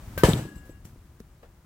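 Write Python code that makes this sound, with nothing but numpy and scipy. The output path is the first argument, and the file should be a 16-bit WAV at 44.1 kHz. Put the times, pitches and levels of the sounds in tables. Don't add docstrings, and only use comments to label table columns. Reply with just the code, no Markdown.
import sys
import numpy as np
from scipy import signal
from scipy.fft import rfft, irfft
from scipy.io import wavfile
from scipy.ndimage import uniform_filter1d

SR = 44100
rng = np.random.default_rng(int(sys.argv[2]) if len(sys.argv) > 2 else 0)


def inscribe(sig):
    pcm = np.round(np.clip(np.atleast_2d(sig).T, -1, 1) * 32767)
    wavfile.write(sys.argv[1], SR, pcm.astype(np.int16))


def invert_db(level):
    return 10 ** (np.asarray(level, dtype=float) / 20)


N = 72765
T = np.arange(N) / SR
HZ = np.maximum(np.fft.rfftfreq(N, 1 / SR), 1)


def over_hz(points):
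    p = np.array(points, float)
    return np.interp(np.log(HZ), np.log(p[:, 0]), p[:, 1])


def over_time(points):
    p = np.array(points, float)
    return np.interp(T, p[:, 0], p[:, 1])


# (frequency [Hz], likeness [0-1, clipped])
PORT_LIKENESS = [(60, 2.5), (300, 1.12), (700, 0.7), (1500, .5), (5000, 0.05), (14000, 0.08)]
# (frequency [Hz], phase [rad])
PORT_PHASE = [(300, 0), (2700, -1.3), (4300, 3), (5000, 1), (6200, 7), (8400, -4.5), (12000, -1),
              (16000, -2)]
# (frequency [Hz], left over right [dB])
PORT_BALANCE = [(60, 2.5), (110, 0.5), (200, 2), (380, 2.5), (700, 0), (1290, 3), (2380, 2), (4400, 2.5),
                (8120, 4.5), (15000, -3)]


def ports(a, b, far=False):
    least_likeness = 0.23 if far else 0
    likeness = np.clip(over_hz(PORT_LIKENESS), least_likeness, 1)
    balance = invert_db(over_hz(PORT_BALANCE) / 2)
    shift = 1 if far else np.exp(-1j * over_hz(PORT_PHASE))
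    right = likeness * a * shift + np.sqrt(1 - likeness ** 2) * b
    return np.array([irfft(a * balance, N), irfft(right / balance, N)])


def walk(rate_hz):
    k = max(int(SR / rate_hz), 1)
    held = rng.standard_normal(999)[np.arange(N) // k % 999]
    return 0.78 * uniform_filter1d(uniform_filter1d(held, k), k)


def hiss(tone, grain_db=0., flicker_db=0., far=False):
    grains = rng.standard_normal((2, N)) * invert_db(grain_db * rng.exponential(size=N))
    left, other = rfft(grains) * invert_db(over_hz(tone))
    spectrum = rfft(ports(left, other, far))
    out = 0
    for octave in range(4, 15):
        share = np.clip(1 - abs(np.log2(HZ) - octave), 0, 1)
        out = out + irfft(spectrum * share, N) * invert_db(flicker_db * walk(13.59))
    return out / out.std()


def swell(rows):
    power = np.zeros(N)
    for start, db, rise, t60 in rows:
        u = np.maximum(T - start, 0)
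        attack = np.sin(np.pi / 2 * np.minimum(u / rise, 1))
        power += (invert_db(db - 60 * u / t60) * attack) ** 2
    return np.sqrt(power)


def ring(start, db, hz, t60, sag=0.):
    u = np.maximum(T - start, 0)
    return invert_db(db - 60 * u / t60) * np.sin(2 * np.pi * (hz * u + sag * u ** 2 / 2))


def push(start, db, ms):
    u = (T - start) / (ms / 1000)
    pulse = np.where((u > 0) & (u < 1), np.sin(np.pi * u), 0)
    return invert_db(db) * pulse * np.pi / 2 / (ms / 1000 * SR)


# (frequency [Hz], density [dB per Hz])
GARDEN_TONE = [(25, 8.5), (50, 3), (120, -4.5), (200, -12), (340, -19), (450, -34.5), (800, -45.5)]
# (time [s], level [dB])
GARDEN_LEVEL = [(0, -43), (.15, -38.5), (.5, -44), (.9, -48), (1.1, -48.5), (1.4, -51.5), (1.65, -52)]


def garden_hum():
    return hiss(GARDEN_TONE, 0.3, 1.7) * invert_db(over_time(GARDEN_LEVEL))


# (frequency [Hz], density [dB per Hz])
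LEAVES_TONE = [(300, 1.5), (1000, 0.5), (1700, -3.5), (2500, -8.5), (4000, -12.5), (6500, -13),
               (13000, -16.5), (16500, -12.5)]
# (time [s], level [dB])
LEAVES_LEVEL = [(0, -55), (.17, -53.5), (.5, -59), (.8, -65.5), (.95, -64), (1.1, -65), (1.65, -66.5)]


def leaves():
    return hiss(LEAVES_TONE, 0.96, 0.54, far=True) * invert_db(over_time(LEAVES_LEVEL))


def pump():
    return invert_db(-72) * np.sin(2 * np.pi * 348 * (T + 0.0013 * walk(11.0)))


# (time [s], level [dB], thud [Hz], t60 [s])
BALL_DROPS = [(0.164, -31.5, 93.8, 0.38), (0.074, -33, 75, 0.059), (.6780, -50, 550, .03),
              (0.6954, -31, 334, 0.019), (0.8521, -37.5, 180, 0.044), (.8720, -44, 125.7, 0.14),
              (.9300, -42.5, 124.7, 0.12), (.9600, -40.5, 262, 0.018), (1.2035, -35.5, 217, 0.038),
              (1.4330, -53, 481, 0.08)]


def balls():
    thuds = 0
    for start, db, hz, t60 in BALL_DROPS:
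        thuds = thuds + ring(start, db, hz, t60)
        thuds = thuds + ring(start, db - 8.5, hz * 1.73, t60 * 1.1)
        thuds = thuds + ring(start, db - 11, 115, .06)
    return uniform_filter1d(thuds, size=30)


# (time [s], level [dB], rise [s], t60
# [s])
GRASS_SWISHES = [(.3335, -36, 0.001, .03), (.5550, -58, .01, 0.15), (.6500, -58.5, 0.011, 0.26),
                 (.6880, -57, .01, 0.13), (.8440, -55, 0.0086, 0.3), (.8515, -51, .0006, 0.05),
                 (1.1950, -60, .003, 0.1), (1.2022, -51, 0.0005, 0.015)]
# (frequency [Hz], density [dB per Hz])
GRASS_COLOUR = [(300, 2), (1500, 1.5), (4000, -4.5), (6500, -2.5), (9000, -4), (12000, 0), (16000, -7.5)]


def grass():
    return hiss(GRASS_COLOUR, 2.6, 1.6) * swell(GRASS_SWISHES)


# (time [s], level [dB], rise [s], t60 [s])
SCUFFS = [
    (.62, -62, .06, .9),
    (1.4270, -49.5, .006, 0.15),
    (1.4470, -57, .004, .08),
]
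# (frequency [Hz], density [dB per Hz])
SCUFF_COLOUR = [(200, -18.5), (500, 5.5), (1000, -7), (2000, -11.5), (3500, -20.5), (8000, -30.5),
                (16000, -27)]


def scuffs():
    return hiss(SCUFF_COLOUR, 1.2, 1.2) * swell(SCUFFS)


# (time [s], level [dB], t60 [s])
HOOK_JINGLES = [(.2900, -37, .11), (.3550, -52, .06), (.3780, -51, .07), (.4000, -59, .2),
                (.4430, -65, .15), (.4900, -69, .15), (.5570, -64, .06), (.5770, -66, .15),
                (.7050, -64, .09), (.8520, -72, .1)]
# (frequency [Hz], level [dB])
HOOK_PARTIALS = [(7790, 7), (7800, -14.5), (7600, -16)]


def hooks():
    detune = 1 + 0.0099 * rng.standard_normal((len(HOOK_JINGLES), 3))
    out = 0
    for k, (hz, mode_db) in enumerate(HOOK_PARTIALS):
        chatter = invert_db(-2 + 5 * walk(500))
        for i, (start, db, t60) in enumerate(HOOK_JINGLES):
            out = out + chatter * ring(start, db + mode_db, hz * detune[i, k], t60)
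    return out


# (time [s], level [dB], frequency [Hz], t60 [s])
SNAPS = [(.3338, -15, 3600, .005), (.1910, -38, 7900, .006), (.6948, -41, 480, .035),
         (.8515, -57, 7500, .07), (.8520, -54, 5900, .03), (.8522, -50, 1300, .008),
         (1.2025, -41, 5600, .002), (1.2025, -47, 1600, .006), (1.2040, -46, 450, .03)]


def snaps():
    return sum(ring(*row) for row in SNAPS)


# (time [s], level [dB], rise [s], t60 [s])
RUSTLES = [
    (.2354, -17, 0.00014, 0.041),
    (.2420, -21, 0.0095, 0.24),
    (.2860, -31, 0.002, 0.46),
    (.3680, -39, 0.0067, 0.3),
]
# (frequency [Hz], density [dB per Hz])
RUSTLE_COLOUR = [(300, -3), (600, 0), (1200, -7), (2200, -12), (3200, -11.5), (5600, -18), (7900, -16),
                 (16500, -23)]


def rustle():
    return hiss(RUSTLE_COLOUR, 1.8, 1.0) * swell(RUSTLES)


# (time [s], level [dB], rise [s], t60 [s])
FLAPS = [
    (.2450, -24, 0.0362, 0.51),
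    (.3400, -33.5, 0.0053, 0.71),
]
# (frequency [Hz], density [dB per Hz])
FLAP_COLOUR = [(18, -50), (30, -35), (80, -16), (129, -6), (225, -8.5), (256, -10), (297, -9.5), (832, -42),
               (1500, -41), (1950, -64), (3300, -120)]


def flap():
    return hiss(FLAP_COLOUR, 0.2405, 3.5) * swell(FLAPS)


# (time [s], level [dB], contact [ms], polarity)
TARP_BLOWS = [(0.2350, -13, 0.27, -0.74), (0.2354, -2, 0.5, 0.68), (0.254, -20.5, 1.3, 0.86),
              (0.2855, -11, 1.1, -0.71), (.3560, -23, 2.23, 0.91), (.3900, -17, 2.03, 0.024),
              (0.452, -27, 2.48, 0.99), (0.561, -21, 5.54, 0.98)]
# (frequency [Hz], level [dB], t60 [s])
TARP_MODES = [(55, -14, 0.072), (106, -47, 0.17), (128, -32.5, 0.057), (196, -21.5, 0.027),
              (252, -15, 0.069), (409, 4.5, 0.014), (447, -14.5, 0.15), (527, -8.5, 0.0496),
              (690, -33, 0.017), (980, -17, 0.022), (1227, -12, 0.02), (1744, -20, 0.34),
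              (2600, -21.5, 0.018), (4100, -56, .01)]
# (time [s], level [dB], frequency [Hz], t60 [s])
BILLOWS = [(.2400, -24, 60, .08), (.2408, 0, 128, .016), (.2874, -8, 175, .02), (.2907, -8, 170, .028),
           (.3040, -19, 115, .12), (.3354, -13, 165, .045), (.3485, -24, 122, .18), (.3890, -23, 140, .07)]
BILLOW_SIGNS = [1, 1, 1, -1, 1, 1, 1, 1]
# (frequency [Hz], level [dB], t60 [s])
SLAP_MODES = [(930, -18, .06), (640, -17, .08), (1500, -22, .01), (1745, -25, .12), (2600, -20, .005),
              (3080, -30, .12), (4100, -28, .005)]


def tarp():
    force = sum(sign * push(start, db, ms) for start, db, ms, sign in TARP_BLOWS)
    body = sum(ring(0, db, hz, t60) for hz, db, t60 in TARP_MODES)
    boom = signal.fftconvolve(force, body)[:N]
    billow = sum(sign * ring(*row) for sign, row in zip(BILLOW_SIGNS, BILLOWS))
    slap = sum(ring(.2354, db, hz, t60) for hz, db, t60 in SLAP_MODES)
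    return boom + uniform_filter1d(billow, size=40) + slap


# (time [s], level [dB], rise [s], t60 [s])
CRACK_BURSTS = [
    (.1772, -33.5, 0.001, 0.066),
    (0.1790, -37.5, 0.0013, 0.27),
    (0.186, -43.5, 0.0083, 0.26),
]
# (frequency [Hz], density [dB per Hz])
CRACK_COLOUR = [(200, -1), (500, -6), (1600, -6.5), (4500, -14), (8600, -18.5), (12500, -14.5),
                (14200, -14), (16500, -19)]
# (time [s], level [dB], rise [s], t60 [s])
SIZZLES = [
    (.1785, -34, 0.00204, .09),
]
# (frequency [Hz], density [dB per Hz])
SIZZLE_COLOUR = [(9000, -36.5), (12000, -15), (14000, 4), (15500, -6)]


def crack_air():
    burst = hiss(CRACK_COLOUR, 1.5, 0.66) * swell(CRACK_BURSTS)
    return burst + hiss(SIZZLE_COLOUR, 1.5) * swell(SIZZLES)


# (frequency [Hz], level [dB], t60 [s], pitch sag from the swing [Hz per s])
BARREL_MODES = [(1575, -33, .26, -900), (1793, -43, .1, 0), (560, -21, .016, 0), (1100, -26, .008, 0)]
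# (time [s], level [dB])
RING_LEVEL = [(.41, -56), (.432, -54), (.465, -56), (.49, -54), (.54, -58), (.66, -61), (.734, -63),
              (.78, -69), (.83, -80)]
# (time [s], level [dB])
TOP_LEVEL = [(.41, -61), (.464, -68), (.56, -69), (.65, -75), (.735, -76), (.762, -70), (.785, -82),
             (.83, -92)]


def bat():
    strike = sum(ring(.1772, db, hz, t60, sag) for hz, db, t60, sag in BARREL_MODES)
    fade_in = np.clip((T - RING_LEVEL[0][0]) / .007, 0, 1)
    fade_out = np.clip((RING_LEVEL[-1][0] - T) / .02, 0, 1)
    u = T - .505
    beat = 1 - invert_db(-3) * np.exp(-(u / .06) ** 2) * np.cos(2 * np.pi * 27.5 * u)
    tone = invert_db(over_time(RING_LEVEL) + 1.5 * walk(60)) * beat * np.sin(2 * np.pi * 1667 * T)
    top = invert_db(over_time(TOP_LEVEL) + 3 * walk(90)) * np.sin(2 * np.pi * 2790 * T)
    return strike + np.sqrt(2) * fade_in * fade_out * (tone + top)


def echoes(x):
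    tail = rng.standard_normal(N) * invert_db(-60 * T / .025)
    tail = tail / np.sqrt(np.sum(tail ** 2))
    return rfft(x) * rfft(tail) * HZ ** 2 / (HZ ** 2 + 600 ** 2)


def scene():
    floor = garden_hum() + leaves()
    solid = pump() + balls() + hooks() + snaps() + tarp()
    near = ports(rfft(solid) + invert_db(-11) * echoes(solid), echoes(solid))
    air = grass() + scuffs() + rustle() + flap() + crack_air()
    return floor + near + air + ports(rfft(bat()), 0)


def band_limit(x):
    return signal.sosfilt(signal.butter(12, 16820, fs=SR, output="sos"), x)


def record(dry):
    bass_cut = signal.butter(3, 44.2, "high", fs=SR, output="sos")
    top_cut = signal.ellip(8, .3, 60, 15900, fs=SR, output="sos")
    rounded = np.tanh(0.69 * signal.sosfilt(bass_cut, dry)) / 0.53
    mix = signal.sosfilt(top_cut, rounded)
    return band_limit(mix)


dry = scene()
out = record(dry)
inscribe(out)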